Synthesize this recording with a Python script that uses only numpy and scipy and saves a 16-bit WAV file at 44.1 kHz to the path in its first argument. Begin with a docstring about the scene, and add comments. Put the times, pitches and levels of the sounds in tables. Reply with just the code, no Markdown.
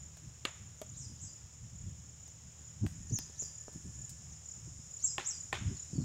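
"""A dry field, where two oxen stand at a wooden plough while a stick cracks three times.
Each blow excites the damped modes of the wood; hooves, clods and the yoke add soft thuds and knocks.
Turbulent air rumbles on the microphone and a pump engine hums far away. Insects merge into a drone,
crickets chirp by stridulation, and a small bird calls in pairs of swept tones, with fainter birds beyond.
The bushes scatter the knocks, chirps and calls into short reverberation."""
import sys
import numpy as np
from scipy import signal
from scipy.fft import rfft, irfft
from scipy.io import wavfile
from scipy.ndimage import uniform_filter1d

SR = 44100
rng = np.random.default_rng(int(sys.argv[2]) if len(sys.argv) > 2 else 0)


def persist_wave(psi):
    """Save psi, clipped to +-1, as 16-bit WAV."""
    counts = np.round(np.clip(psi, -1, 1) * 32767).astype(np.int16)
    wavfile.write(sys.argv[1], SR, np.atleast_2d(counts).T)


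N = 266364
TIME = np.arange(N) / SR


def amp(db):
    """Amplitude ratio of a level in decibels."""
    return 10 ** (np.asarray(db) / 20)


def unit(x):
    """Normalisation to an rms of one."""
    return x / np.sqrt(np.mean(x ** 2) + 1e-20)


def at_frequency(points, hz):
    """Interpolation of a table on a log-frequency axis."""
    f, value = np.transpose(points)
    return np.interp(np.log(hz + 1), np.log(f + 1), value)


def at_time(points, s=TIME):
    """Linear interpolation of a table in time."""
    return np.interp(s, *np.transpose(points))


def add(mix, s, sound):
    """Superposition of a sound on the mix, from time s."""
    start = round(s * SR)
    part = mix[max(start, 0):][:len(sound) + min(start, 0)]
    part += sound[max(-start, 0):][:len(part)]


def fade(t, t60):
    """Exponential decay, by 60 dB in t60 seconds."""
    return np.exp(-np.log(1000) * t / t60)


def ring(t, hz, t60):
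    """Free vibration of one damped mode."""
    return np.sin(2 * np.pi * hz * t) * fade(t, t60)


def noise(spectrum, size=N):
    """Spectral shaping of white noise, at unit rms."""
    gain = amp(at_frequency(spectrum, np.fft.rfftfreq(size, 1 / SR)))
    return unit(irfft(rfft(rng.standard_normal(size)) * gain, size))


def wander(hz):
    """Random fluctuation of unit rms, band-limited to about hz."""
    gain = np.exp(-(np.fft.rfftfreq(N, 1 / SR) / hz) ** 2)
    return unit(irfft(rfft(rng.standard_normal(N)) * gain, N))


# Spectrum of the open air: (frequency [Hz], level [dB])
AIR_SPECTRUM = [(20, -18), (70, 17), (160, -2.5), (300, -1), (500, 0.5), (1000, -3), (2000, -4.5),
                (3300, -4), (4400, -9.5), (8000, -19.5), (10000, -19), (15500, -19)]

def open_air():
    """Ambient noise: a broadband floor whose level drifts slightly."""
    return amp(-66 + .5 * wander(3.5)) * noise(AIR_SPECTRUM)


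# Engine harmonics: (order [1], rms level [dB])
PUMP_ORDERS = [(2, -62), (3, -65.5), (4, -67), (5, -79)]

def pump(fundamental_hz=38.38):
    """Harmonic series: only the low firing orders of a far engine carry across the fields."""
    cycles = np.cumsum(fundamental_hz * (1 + 0.0054 * wander(4.6))) / SR
    out = np.zeros(N)
    for order, db in PUMP_ORDERS:
        peak = np.sqrt(2) * amp(db + 1.6 * wander(7))
        out += peak * np.sin(2 * np.pi * (order * cycles + rng.random()))
    return out


# Deep and upper bands of the wind rumble: (frequency [Hz], level [dB])
DEEP_SPECTRUM = [(20, -43), (40, -14), (65, -2), (100, 2.5), (150, -2), (200, -13), (280, -29), (500, -62),
                 (2000, -100)]
UPPER_SPECTRUM = [(100, -29), (200, 8), (300, 4), (450, -15), (800, -25.5), (1600, -35), (5000, -85)]
# Puffs of air: (peak time [s], level [dB], length [s], relative level of upper band [dB])
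AIR_PUFFS = [(0.027, -51, 0.043, -18), (0.283, -49, .07, -28), (0.625, -50.5, 0.056, -18),
             (0.694, -54, 0.11, -28), (0.92, -49, 0.11, -20), (1.06, -49, 0.18, -11.5),
             (1.246, -46, 0.061, -18), (1.448, -47, 0.028, -28), (1.64, -47.5, 0.057, -33),
             (1.751, -47.5, 0.045, -35), (1.87, -42.5, 0.13, -22), (1.998, -50, .04, -22),
             (2.487, -54, 0.024, -24), (2.85, -31.5, 0.043, -11), (2.977, -49, 0.5, -16),
             (3.13, -36, .04, -6), (3.764, -48, 0.031, -5), (3.878, -44, .06, -10),
             (3.994, -48, 0.15, -14.5), (4.297, -52.5, 0.11, -18), (4.693, -48.5, 0.15, -23),
             (5.572, -46, 0.13, -21), (5.681, -37, 0.12, -13), (6.013, -39, 0.15, -3)]

def buffeting(breeze_db=-61, ceiling_db=-36, rise_share=0.48):
    """Turbulent pressure on the microphone: puffs and breeze add in power; the deep band saturates."""
    deep_power = amp(breeze_db + 3.5 * wander(13)) ** 2
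    upper_power = deep_power * amp(-14) ** 2
    for s, db, length, upper_db in AIR_PUFFS:
        width = length * np.where(TIME < s, rise_share, 1 - rise_share)
        puff = amp(db) * np.exp(-((TIME - s) / width) ** 2)
        deep_power += puff ** 2
        upper_power += (amp(upper_db) * puff) ** 2
    deep = noise(DEEP_SPECTRUM)
    deep = unit(deep / np.sqrt(uniform_filter1d(deep ** 2, size=2400) + 1e-9))  # flatten its envelope
    upper = np.sqrt(upper_power) * amp(-2 + 3.6 * wander(31)) * noise(UPPER_SPECTRUM)
    return amp(-0.5) * np.minimum(np.sqrt(deep_power), amp(ceiling_db)) * deep + upper


# Spectrum of the insect chorus: (frequency [Hz], level [dB])
CHORUS_SPECTRUM = [(4400, -33), (4750, -25), (5100, -12.5), (5500, -10), (6100, -13), (6550, -4), (6900, 0),
                   (7250, -3.5), (7600, -11), (8200, -25), (8700, -18), (8950, -23.5), (9250, -48),
                   (11000, -47)]
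# Its slow swell: (time [s], level [dB])
CHORUS_LEVEL = [(0, -57.5), (2.5, -57.5), (4, -54.5), (6.04, -52)]

def insect_chorus():
    """Incoherent summation: countless far insects merge into a shimmering band of noise."""
    return amp(at_time(CHORUS_LEVEL) + 0.65 * wander(70) + 0.43 * wander(0.5)) * noise(CHORUS_SPECTRUM)


def far_whistle(start_s=2.94, length_s=1.32, ramp_s=0.055, sag_hz_per_s=37):
    """Frequency glide: a distant bird's pure tone sinks quickly, then sags slowly."""
    t = np.maximum(TIME - start_s, 0)
    hz = 1783 - sag_hz_per_s * t + 190 * np.exp(-t / .09) + 7 * wander(30)
    envelope = np.clip(np.minimum(t, length_s - t) / ramp_s, 0, 1)
    return envelope * amp(-75.5 + 1.9 * wander(9.4)) * np.sin(2 * np.pi * np.cumsum(hz) / SR)


# Reverberation time of the bushes: (frequency [Hz], t60 [s])
BUSH_DECAY = [(300, 0.25), (800, 0.2), (2000, 1), (4000, 0.69), (7000, 0.56), (14000, 0.25)]

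def scatter(x, near_t60, far_db, onset_s):
    """Scattering off leaves and bank: convolution with a quick near cluster and a longer far tail."""
    t = TIME[:SR * 3 // 4]
    near, far = rng.standard_normal((2, len(t)))
    hz, frames, bands = signal.stft(far, SR, nperseg=256)
    bands *= fade(frames, at_frequency(BUSH_DECAY, hz)[:, None])
    far = signal.istft(bands, SR, nperseg=256)[1][:len(t)]
    response = (near * fade(t, near_t60) + amp(far_db) * far) * (1 - np.exp(-(t / onset_s) ** 2))
    return signal.fftconvolve(x, response / np.linalg.norm(response))[:N]


# Faint bird notes: (time [s], level [dB], starting pitch [Hz], final pitch [Hz], length [s])
TWITTER_NOTES = [(5.665, -50, 5550, 5070, 0.026), (5.754, -56, 4800, 3820, 0.039),
                 (5.863, -65, 5500, 4960, 0.025), (5.942, -56, 4800, 4500, .025),
                 (6.001, -58, 4700, 3880, 0.04)]

def twitters():
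    """Diffuse field: falling notes from deep in the bushes arrive mostly as scattered sound."""
    out = np.zeros(N)
    for s, db, start_hz, end_hz, length in TWITTER_NOTES:
        progress = np.arange(0, 1, 1 / (length * SR))
        hz = end_hz + (start_hz - end_hz) * (1 - progress) ** 2
        envelope = amp(db) * np.sin(np.pi * progress) ** .5
        add(out, s, envelope * np.sin(2 * np.pi * np.cumsum(hz) / SR))
    return amp(-14) * out + amp(-4.5) * scatter(out, near_t60=.1, far_db=-9, onset_s=.002)


# Chirps of the nearest cricket: (time of first stroke [s])
CHIRP_TIMES = [0.008, 0.458, 0.867, 1.306, 1.762, 2.206, 2.652, 3.073, 3.556, 3.993, 4.462, 4.915, 5.381,
               5.773]
# Its rising level: (time [s], level [dB])
CRICKET_LEVEL = [(0, -47), (2.6, -47.5), (3.8, -41), (6.04, -39)]
# One chirp of a lower cricket: (time [s], level [dB], starting pitch [Hz])
NEIGHBOUR_CHIRP = (3.1, -46, 6500)

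def crickets(nearest_hz=7310, drop_hz=650, stroke_s=.016, period_s=.0285):
    """Stridulation: three wing strokes a chirp, each falling in pitch; others sound faintly at random."""
    out, others = np.zeros(N), np.zeros(N)
    progress = np.arange(0, 1, 1 / (stroke_s * SR))
    chirps = [(s, at_time(CRICKET_LEVEL, s), nearest_hz) for s in CHIRP_TIMES]
    for s, db, top_hz in chirps + [NEIGHBOUR_CHIRP]:
        phase = 2 * np.pi * np.cumsum(top_hz - drop_hz * progress) / SR
        pulse = np.sin(np.pi * progress) * (np.sin(phase) + amp(-42) * np.sin(2 * phase))
        for k, stroke_db in enumerate([-2.5, 0.3, -0.3]):
            add(out, s + k * period_s - stroke_s / 2, amp(db + stroke_db) * pulse)
        for when, strength in rng.random((5, 2)):
            add(others, when * N / SR, amp(-49.5) * strength * pulse)
    return out + others + amp(-7) * scatter(out, near_t60=0.049, far_db=-5, onset_s=0.0021)


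# Loudness of the call at each pitch, fainter at the very top: (frequency [Hz], gain [dB])
CALL_LEVEL_BY_PITCH = [(3500, 13), (4900, -4), (6000, 2.5), (7500, 3), (8000, -18.5), (8600, -15)]
# Calls: (time of top [s], level [dB], top pitch [Hz], final pitch [Hz], time stretch [1], echo gain [dB])
BIRD_CALLS = [(0.988, -40, 8420, 4890, 1.05, 1.5), (1.221, -45, 7660, 4780, 1.16, 3),
              (3.15, -29.5, 7070, 4940, 1.18, -10.5), (3.403, -34.5, 7256, 4756, 1, -4),
              (5.048, -27.5, 7530, 5000, 1.1, -6.5), (5.283, -28, 7670, 4780, 1.33, -10)]

def bird():
    """Frequency modulation: a fluttering near-sine climbs, holds and falls; leaf echoes interfere."""
    direct, to_bushes = np.zeros(N), np.zeros(N)
    lead, climb, hold, fall, end, release = .043, .03, .0081, .0145, .074, .013  # [s] before stretching
    first = -lead - hold / 2
    for s, db, top_hz, end_hz, stretch, echo_db in BIRD_CALLS:
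        t = np.arange(first, end, 1 / (SR * stretch))
        before, after = np.maximum(-t - hold / 2, 0), np.maximum(t - hold / 2, 0)
        sunk = 1 - np.exp(-after / fall)
        contour_db = -37.5 * before / lead - 15 * sunk  # swells to the top, softens as it sinks
        ending = np.minimum((end - t) / release, 1)
        quiver_hz, flutter_db = 70 * wander(300)[:len(t)], 3 * wander(170)[:len(t)]
        hz = top_hz - (top_hz - end_hz) * uniform_filter1d(before / climb + sunk, size=160)
        phase = 2 * np.pi * np.cumsum(hz + quiver_hz * (hz / top_hz) ** 2) / SR
        tone = np.sin(phase) + amp(-40) * np.sin(2 * phase)
        call = amp(db + contour_db + at_frequency(CALL_LEVEL_BY_PITCH, hz) + flutter_db) * ending * tone
        start = s + first * stretch
        add(direct, start, call)
        for delay in rng.uniform(.001, .007, 3):  # early reflections
            add(direct, start + delay, .35 * call)
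        add(to_bushes, start, amp(echo_db) * call)
    return amp(-5.5) * direct + scatter(to_bushes, near_t60=0.23, far_db=-2, onset_s=0.0013)


# Stirring of the stubble: (time [s], level [dB])
RUSTLE_LEVEL = [(0, -83), (1.14, -76), (1.6, -90), (2.7, -87), (3.0, -76.5), (4.05, -73), (4.4, -86),
                (5.2, -70), (6.04, -78)]
# Spectrum of dry stalks: (frequency [Hz], level [dB])
STUBBLE_SPECTRUM = [(2000, -10), (5000, -20), (9000, 11), (11000, 5), (13000, -5), (15500, -18)]

def rustle():
    """Friction noise: stalks stirred by hooves and rope brush against each other."""
    return amp(at_time(RUSTLE_LEVEL) - 3) * noise(STUBBLE_SPECTRUM)


def twig():
    """Brittle fracture: a dry stalk gives way with one bright tick."""
    out = np.zeros(N)
    add(out, s=3.1884, sound=amp(-12.5) * ring(TIME[:512], hz=12700, t60=0.00023))
    return out


# Dull impacts on the soil: (time [s], level [dB], pitch [Hz], swell time [s])
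SOIL_THUDS = [(0.599, -45, 110.6, 0.013), (1.724, -41, 103, 0.0065), (1.86, -49, 187, 0.011),
              (2.812, -26, 106.4, 0.013), (3.004, -34.5, 95, 0.0068), (3.106, -38.5, 228, 0.0054),
              (3.121, -26, 116, 0.0078), (3.759, -38, 151, 0.0031), (3.852, -42, 198, 0.0025),
              (4.675, -39.5, 166, 0.0033), (4.791, -38, 120, 0.0049), (5.611, -29, 104, 0.006),
              (5.653, -25, 86.5, 0.013), (5.706, -38, 212, 0.01), (5.931, -31, 166, 0.0037),
              (5.981, -22, 150, 0.0046)]

def thuds():
    """Heavily damped impact: soft weight on loose soil gives a few low cycles that swell and die."""
    out, t = np.zeros(N), TIME[:8192]
    for s, db, hz, swell in SOIL_THUDS:
        envelope = t / swell * np.exp(1 - t / swell)
        partials = np.sin(2 * np.pi * hz * t) + 0.36 * np.sin(2 * np.pi * 1.81 * hz * t)
        add(out, s, amp(db - 3.5) * envelope * partials)
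    return out


# Spectra of the contact click and the grit: (frequency [Hz], level [dB])
CLICK_SPECTRUM = [(200, 3), (900, 4), (1800, -2.5), (3500, -2.5), (5000, -14), (9000, -35), (15500, -29)]
GRIT_SPECTRUM = [(1500, -17), (5000, 3.5), (8000, 11.5), (10000, -2.5), (15500, -3)]
# Knocks of yoke, rope and clods: (time [s], body level [dB], body pitch [Hz], body t60 [s],
# click level [dB], click t60 [s], grit level [dB], grit t60 [s])
KNOCK_EVENTS = [(0.17, -73, 500, .02, -57.5, 0.047, -60, 0.064),
                (0.8160, -35.5, 627, 0.041, -44, 0.038, -45, 0.019),
                (2.279, -74, 500, .02, -60, 0.027, -60, .04),
                (2.865, -35.5, 650, 0.012, -36.5, 0.01, -56, 0.26),
                (3.1887, -36.5, 306, 0.021, -36, 0.006, -30, 0.0033),
                (3.298, -46, 384, 0.012, -75, .01, -77, .01),
                (3.424, -34, 378, 0.0063, -51, 0.0082, -55.5, 0.19),
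                (3.682, -29, 515, 0.004, -52, 0.0067, -80, .01),
                (3.727, -60, 305, .02, -75, .02, -55.5, 0.06),
                (4.094, -67, 405, .02, -73, .02, -43.5, 0.053)]

def knocks():
    """Impact excitation: a damped wooden mode sounds with a dry click and a trickle of grit."""
    out, t = np.zeros(N), TIME[:8192]
    for s, db, hz, t60, click_db, click_t60, grit_db, grit_t60 in KNOCK_EVENTS:
        click = amp(click_db) * noise(CLICK_SPECTRUM, len(t)) * fade(t, click_t60)
        grains = rng.exponential(1, len(t)) ** 4  # sparse spikes
        trickle = unit(uniform_filter1d(grains, size=40) ** .5)
        grit = amp(grit_db) * noise(GRIT_SPECTRUM, len(t)) * fade(t, grit_t60) * trickle
        add(out, s, amp(db) * ring(t, hz, t60) + click + grit)
    return out + amp(-8) * scatter(out, near_t60=0.053, far_db=-12, onset_s=0.0029)


# Spectrum of a blow's echo: (frequency [Hz], level [dB])
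ECHO_SPECTRUM = [(150, -1), (400, -1.5), (1000, 1), (2000, 1.5), (3600, 1.5), (4600, -9), (7000, -5.5),
                 (9000, -19), (15500, -39)]

def blow_echo(blow, near_t60=0.14, far_t60=0.7, onset_s=0.016):
    """Diffuse reflection: the near bank and leaves answer at once; far trees return the midrange."""
    t = TIME[:len(blow)]
    midrange = signal.butter(1, [900, 4000], "band", fs=SR, output="sos")
    near = noise(ECHO_SPECTRUM, len(t)) * fade(t, near_t60)
    far = signal.sosfilt(midrange, noise(ECHO_SPECTRUM, len(t))) * fade(t, far_t60)
    near *= amp(2.5 * wander(140)[:len(t)])  # uneven decay
    for delay, strength in zip(rng.uniform(.012, .05, size=6), rng.uniform(-1, 1, size=6)):
        add(near, delay, amp(-4) * strength * fade(delay, near_t60) * blow)
    return (near + amp(-13) * far) * (1 - np.exp(-(t / onset_s) ** 2))


# Modes of the stick: (frequency [Hz], level [dB], t60 [s])
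STICK_MODES = [(373, -2.5, 0.098), (671, 8, 0.016), (810, 6, 0.039), (1054, 9, 0.031), (1520, -26, .025),
               (1830, 2.5, 0.05)]
# Spectrum of the splintery burst: (frequency [Hz], level [dB])
BURST_SPECTRUM = [(150, -24), (350, -2), (600, 3.5), (950, -4), (2000, 0), (3000, 1.5), (3600, -2.5),
                  (4600, -6.5), (5800, -19), (7200, -4.5), (9000, -18.5), (15500, -33)]
# Blows: (time [s], level [dB], snap pitch [Hz], snap t60 [s], burst gain [dB], burst t60 [s],
# mode gain [dB], mode tuning [1], overtone pitch [Hz], overtone gain [dB], echo gain [dB])
STICK_BLOWS = [(0.452, -18, 3600, 0.0037, -8, 0.028, -16.5, 1.5, 2116, -14.5, -20.5),
               (5.1816, -22.5, 2960, 0.0073, -4, 0.013, -6.5, 0.99, 1930, -16, -13),
               (5.5278, -25.5, 1800, 0.017, -3.5, 0.026, -4, 0.99, 2450, -4, -6)]

def stick():
    """Impulsive excitation: each blow is a snap, a splintery burst, ringing wooden modes and an echo."""
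    out, t = np.zeros(N), TIME[:32768]
    for (s, db, snap_hz, snap_t60, burst_db, burst_t60,
         wood_db, tuning, overtone_hz, overtone_db, echo_db) in STICK_BLOWS:
        snap = -ring(t, snap_hz, snap_t60)
        add(snap, .00145, .5 * snap)  # ground reflection
        burst = amp(burst_db) * noise(BURST_SPECTRUM, len(t)) * fade(t, burst_t60)
        wood = amp(overtone_db) * ring(t, overtone_hz, t60=0.021)
        for mode_hz, mode_db, t60 in STICK_MODES:
            mode = amp(wood_db + mode_db - 9.5) * ring(t, mode_hz * tuning, t60)
            add(wood, rng.uniform(0, 0.001975), mode)
        burst *= 1 - np.exp(-t / 0.00089)  # finite rise times
        wood *= 1 - np.exp(-t / 0.00038)
        blow = snap + burst + wood
        add(out, s, amp(db) * (blow + amp(echo_db) * blow_echo(blow)))
    return out


def scene():
    """Linear superposition: all sources sum at one point, the same in both channels."""
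    air = open_air()
    work = stick() + knocks() + twig() + thuds() + rustle()
    wildlife = bird() + twitters() + far_whistle() + crickets() + insect_chorus()
    mono = air + work + wildlife + buffeting() + pump()
    return np.array([mono, mono])


def record(dry, cutoff_hz=15850):
    """Band limiting: a linear-phase low-pass filter removes the highest treble."""
    lowpass = signal.firwin(511, cutoff_hz, window=("kaiser", 9), fs=SR)
    return signal.oaconvolve(dry, lowpass[None], "same")


dry = scene()
out = record(dry)
persist_wave(out)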